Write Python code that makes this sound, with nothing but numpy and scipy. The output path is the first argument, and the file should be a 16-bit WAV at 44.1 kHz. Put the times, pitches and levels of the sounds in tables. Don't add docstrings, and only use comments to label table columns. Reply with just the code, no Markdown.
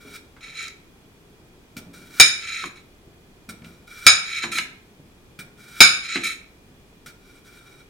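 import sys
import numpy as np
from scipy import signal
from scipy.fft import rfft, irfft, next_fast_len
from scipy.io import wavfile
from scipy.ndimage import uniform_filter1d

SR = 44100
rng = np.random.default_rng(int(sys.argv[2]) if len(sys.argv) > 2 else 0)


def digitize_waveform(pressure):
    field = np.atleast_2d(pressure).T
    bounded = np.clip(field, -1, 1)
    quanta = np.round(bounded * 32767).astype(np.int16)
    wavfile.write(sys.argv[1], SR, quanta)


N = 347949
TIME = np.arange(N) / SR

# frequency_hz, level_db
HUM_EQ = [(12, -30), (20, 0), (81, -3), (154, -3.5), (311, -6.5), (400, -5), (435, -7), (529, -14),
          (2200, -25), (2400, -27.5), (3170, -25), (3450, -27), (16100, -36.5)]
# centre_hz, width_hz, level_db
WHINE_BANDS = [(2420, 70, -70.5), (3370, 40, -77)]
# frequency_hz, side_db
WIDTH_EQ = [(60, -16), (400, -9), (2000, 2), (8000, -1)]
# start_s, length_s, first_db, last_db, swell_db, hiss_db
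CUT_STROKES = [(0.0, 0.16, -50.5, -38.5, -7.5, -4), (1.928, 0.27, -46.5, -40, -12.5, -2),
               (3.635, .2, -50.5, -67, -1, -3.5), (3.865, .195, -52.5, -43, 4, -5),
               (5.572, 0.22, -52.5, -42, -5.5, -2.5), (7.2, .19, -65.5, -58.5, 2.5, -3.5),
               (7.44, 0.16, -54, -56.5, 0.5, -3.5), (7.6, 0.21, -56, -57, 0.5, -7.5)]
# start_s, level_db, crunch_s, plate_share_db
SKIN_BITES = [(1.766, -35, 0.021, -9), (3.489, -39, 0.024, 1.5), (5.389, -40.5, 0.026, 1),
              (7.06, -43, 0.033, 1)]
# frequency_hz, level_db
FLESH_EQ = [(290, -49.5), (500, -18.5), (1020, -31.5), (1400, -8.5), (2010, -17.5), (2330, -12),
            (2930, -12.5), (5020, -13), (16000, -21.5)]
# pitch_hz, width_hz, level_db
CUT_MODES = [(1416, 90, -1), (2353, 80, -1.5), (3333, 68, -15), (3800, 100, -8), (5690, 130, -15),
             (8150, 300, -15)]
# start_s, level_db, pitch_hz, t60_s
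TABLE_THUMPS = [(0.048, -45, 417, 0.43), (1.763, -36, 220.4, 0.21), (1.864, -44.5, 174.5, 0.81),
                (2.202, -28.5, 115, 0.13), (2.635, -35.5, 351, 0.17), (3.074, -46, 153, 0.17),
                (3.484, -37.5, 221, 0.24), (3.619, -40, 169.3, 0.41), (4.062, -25, 114, 0.096),
                (4.437, -36, 347, 0.47), (4.588, -36.5, 348, 0.11), (4.995, -44.5, 151.3, 0.14),
                (5.389, -42, 154, 0.33), (5.803, -24, 194, 0.17), (6.155, -28.5, 374, 0.2),
                (6.713, -47, 159, 0.19), (7.059, -44.5, 140, 0.13)]
# start_s, peak_db, centre_hz, fade_s, plate_share_db
LIGHT_TAPS = [(.366, -40.5, 1586, 0.016, -10), (.628, -27, 7200, .003, -14), (.682, -25.5, 6500, .003, -11),
              (2.640, -18.5, 1450, 0.0041, -9), (3.620, -43, 2510, 0.0067, -20),
              (3.646, -37, 3500, 0.0062, -11), (4.438, -19.5, 1530, 0.014, -4),
              (4.586, -8, 2606, 0.0045, -4.5), (6.158, -12.5, 2420, 0.015, -10)]
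# pitch_hz, width_hz, level_db
RUBBED_MODES = [(1335, 86, -2.5), (1656, 260, -9.5), (1985, 240, -4.5), (2298, 220, 1), (2522, 350, -6),
                (3170, 140, -8.5), (3967, 290, -1.5), (5260, 300, -14), (5700, 310, -12.5),
                (7853, 400, -25.5), (6817, 135, -6), (8600, 180, -13.5), (11330, 190, -23.5)]
# start_s, length_s, first_db, last_db, swell_db, hiss_db
SCRAPE_STROKES = [(.405, 0.13, -47, -49, 5.5, -20), (.505, 0.17, -51, -37.5, 9, -20.5),
                  (2.4, 0.25, -40, -33, 4, -21), (2.652, 0.041, -33, -53, 2, -13),
                  (2.755, 0.037, -48, -54, 0, -15), (4.24, 0.15, -42.5, -28, 2.5, -20),
                  (4.416, 0.018, -36, -23.5, -1, -21), (4.45, 0.032, -35, -51, -4, -23),
                  (4.514, 0.074, -30, -26.5, 0.5, -10), (4.6, 0.041, -28.5, -54, -7, -16),
                  (6.03, 0.048, -39.5, -39.5, 6.5, -20), (6.082, 0.063, -29, -24.5, -3.5, -32),
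                  (6.172, 0.045, -22.5, -35.5, -10, -31), (6.233, 0.087, -23.5, -35.5, 0, -10.5)]
# start_s, level_db, tilt_db_per_octave, low_modes_db, mid_modes_db, chatter_s
PLATE_KNOCKS = [(2.1988, 2, -1, -2.5, -2, 0.016), (4.0658, 0, -3.5, -2.5, -1.5, 0.018),
                (5.8048, 3.5, -0.5, 4, 3.5, 0.017)]
# pitch_hz, width_hz, level_db
KNOCK_MODES = [(1402.5, 320, -10), (1562, 260, -8), (1950, 220, -22), (2219, 86, -12.5), (2344, 140, 0.5),
               (2939, 120, -17), (3260, 260, -15.5), (3767, 160, -2), (3908, 150, -2.5), (4570, 31, -20),
               (4970, 33, -17), (5048, 390, -3.5), (5256, 220, -5), (5855, 230, -18), (6780, 84, 1.5),
               (7700, 190, -21), (8957, 450, -8), (9200, 370, -33), (10670, 160, -26), (12200, 910, -31.5),
               (14300, 280, -29.5)]
# frequency_hz, level_db
CRACK_EQ = [(59, -54), (100, -17), (1910, -4.5), (2320, 1), (3190, -13), (3700, 8), (5650, -11),
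            (9020, -34.5), (16000, -39.5)]


def undb(db):
    return 10 ** (np.asarray(db) / 20)


def level(x, db):
    return x * undb(db) / np.sqrt(np.mean(x ** 2))


def equalise(x, points):
    size = next_fast_len(x.shape[-1])
    hz, db = np.transpose(points)
    bin_hz = np.arange(size // 2 + 1) * SR / size
    gain = undb(np.interp(np.log(bin_hz + 1), np.log(hz), db))
    return irfft(rfft(x, size) * gain, size)[..., :x.shape[-1]]


def band(x, hz, width_hz):
    return signal.lfilter(*signal.iirpeak(hz, hz / width_hz, SR), x)


def add(out, start_s, sound):
    start = int(start_s * SR)
    out[:, start:start + sound.shape[-1]] += sound[..., :N - start]


def room_noise(samples):
    mid, side = rng.standard_normal((2, samples))
    return mid + equalise(side, WIDTH_EQ) * np.array([[1], [-1]])


def appliance_hum(bed_db=-52):
    air = room_noise(N)
    whine = sum(level(band(air, hz, width_hz), db) for hz, width_hz, db in WHINE_BANDS)
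    return level(equalise(air, HUM_EQ), bed_db) + whine


def stroke_envelopes(strokes, attack_s, release_db_per_s):
    ring, hiss = np.zeros((2, N))
    for start_s, length_s, first_db, last_db, swell_db, hiss_db in strokes:
        age = TIME - start_s
        progress = np.clip(age / length_s, 0, 1)
        db = first_db + (last_db - first_db) * progress + swell_db * np.sin(np.pi * progress)
        release_db = release_db_per_s * np.maximum(age - length_s, 0)
        stroke = undb(db - release_db) * np.clip(age / attack_s, 0, 1)
        ring = np.maximum(ring, stroke)
        hiss = np.maximum(hiss, stroke * undb(hiss_db))
    return ring, hiss


def grit(spread_db, flicker_db, flicker_hz):
    hold = int(SR / flicker_hz)
    steps = np.repeat(rng.standard_normal(N // hold + 1), hold)
    pressure = uniform_filter1d(steps, hold)[:N]
    grain_size = np.minimum(rng.exponential(size=N), 4)
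    return rng.standard_normal(N) * undb(spread_db * grain_size + flicker_db * pressure)


def plate_ring(force, modes, low_cut_hz=1180):
    out = 0
    for k, (hz, width_hz, db) in enumerate(modes):
        ring = band(force, hz, width_hz)
        ring = (-1) ** k * undb(db) * (.7 * ring + band(ring, hz, 1.5 * width_hz))
        out = out + np.array([np.roll(ring, 2), np.roll(ring, rng.integers(0, 5))])
    low_cut = signal.butter(6, low_cut_hz, "high", fs=SR, output="sos")
    return level(signal.sosfilt(low_cut, out), 0)


def slicing(swell_db=7, swell_s=.015, shake_db=-17, shake_s=.05):
    ring, hiss = stroke_envelopes(CUT_STROKES, attack_s=.012, release_db_per_s=598)
    for knock_s, *_ in PLATE_KNOCKS:
        swell = undb(swell_db * np.exp(-np.abs(knock_s - TIME) / swell_s))
        ring, hiss = ring * swell, hiss * swell
    crunch, push = np.zeros((2, 1, N))
    t = TIME[:SR // 4]
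    attack = np.minimum(t / .0015, 1)
    for start_s, level_db, crunch_s, plate_share_db in SKIN_BITES:
        burst = undb(level_db) * attack * np.exp(-(t / crunch_s) ** 1.8)
        shake = undb(level_db + shake_db) * attack * np.exp(-t / shake_s)
        add(crunch, start_s, burst)
        add(push, start_s, burst * undb(plate_share_db) + shake)
    cells = grit(spread_db=1.8, flicker_db=2, flicker_hz=60)
    wet = level(equalise(cells, FLESH_EQ), 0) * (hiss + crunch)
    return wet + plate_ring(cells, CUT_MODES) * (ring + push)


def table_thumps():
    out, t = np.zeros((2, N)), TIME[:SR // 2]
    attack = np.minimum(t / .0015, 1)
    for start_s, level_db, pitch_hz, t60_s in TABLE_THUMPS:
        mode = np.sin(2 * np.pi * pitch_hz * t) * 1000. ** (-t / t60_s)
        rattle = band(rng.standard_normal(len(t)), .69 * pitch_hz, 180)
        rattle = level(band(rattle, 210, 310), -4.5) * 1000. 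** (-t / (2 * t60_s))
        add(out, start_s, undb(level_db) * (mode + rattle) * attack)
    return out


def light_taps():
    out, t = np.zeros((2, N)), TIME[:SR // 8]
    for start_s, peak_db, hz, fade_s, plate_share_db in LIGHT_TAPS:
        force = .15 * rng.standard_normal(len(t)) * np.exp(-t / fade_s)
        force[0] += 1
        tick = band(band(force, hz, 1.3 * hz), .8 * hz, .46 * hz)
        tick /= np.max(np.abs(tick))
        ring = plate_ring(tick, RUBBED_MODES)
        ring /= np.max(np.abs(ring))
        add(out, start_s, undb(peak_db) * (tick + undb(plate_share_db) * ring))
    return out


def glaze_scrapes():
    rub, spit = stroke_envelopes(SCRAPE_STROKES, attack_s=.0045, release_db_per_s=406)
    drag = grit(spread_db=1.6, flicker_db=1.8, flicker_hz=110)
    hiss = level(band(band(drag, 7500, 3800), 9100, 7400), .75)
    return rub * plate_ring(drag, RUBBED_MODES) + spit * hiss


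def plate_knocks(skid_db=-23.5, skid_s=.078):
    out, t = np.zeros((2, N)), TIME[:SR // 2]
    for start_s, level_db, tilt_db_per_octave, low_db, mid_db, chatter_s in PLATE_KNOCKS:
        friction, snap = rng.standard_normal((2, len(t)))
        chatter = np.exp(-t / chatter_s) + .48 * np.exp(-t / .0052)
        skid = undb(skid_db) * np.exp(-t / skid_s)
        force = friction * (chatter + skid)
        force[0] += 12
        modes = []
        for hz, width_hz, db in KNOCK_MODES:
            tilt_db = tilt_db_per_octave * np.log2(hz / 3000)
            trim_db = low_db * (hz < 2000) + mid_db * (2000 < hz < 3000)
            modes.append((hz, width_hz, db + tilt_db + trim_db))
        ring = plate_ring(force, modes)
        ring /= np.sqrt(np.mean(ring[:, :SR // 100] ** 2))
        crack = level(equalise(snap, CRACK_EQ), -5) * np.exp(-t / .01)
        add(out, start_s, undb(level_db) * (ring + crack))
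    return out


def kitchen_reverb(x, bass_t60_s=.45, treble_t60_s=.25, wet_db=-6):
    t = TIME[:SR // 2]
    echoes = room_noise(len(t))
    bass = signal.lfilter([.3], [1, -.7], echoes)
    treble = echoes - bass
    tail = bass * 1000. ** (-t / bass_t60_s) + treble * 1000. ** (-t / treble_t60_s)
    tail *= np.minimum(t / .00083, 1)
    tail /= np.sqrt(np.sum(tail ** 2) / 2)
    return undb(wet_db) * signal.fftconvolve(x, tail, axes=1)[:, :N]


def scene():
    close = plate_knocks() + light_taps() + slicing() + glaze_scrapes() + table_thumps()
    return close + kitchen_reverb(close) + appliance_hum()


def record(dry, high_cut_hz=15900):
    high_cut = signal.ellip(8, .2, 60, high_cut_hz, fs=SR, output="sos")
    return signal.sosfilt(high_cut, np.clip(dry, -1, 1))


dry = scene()
out = record(dry)
digitize_waveform(out)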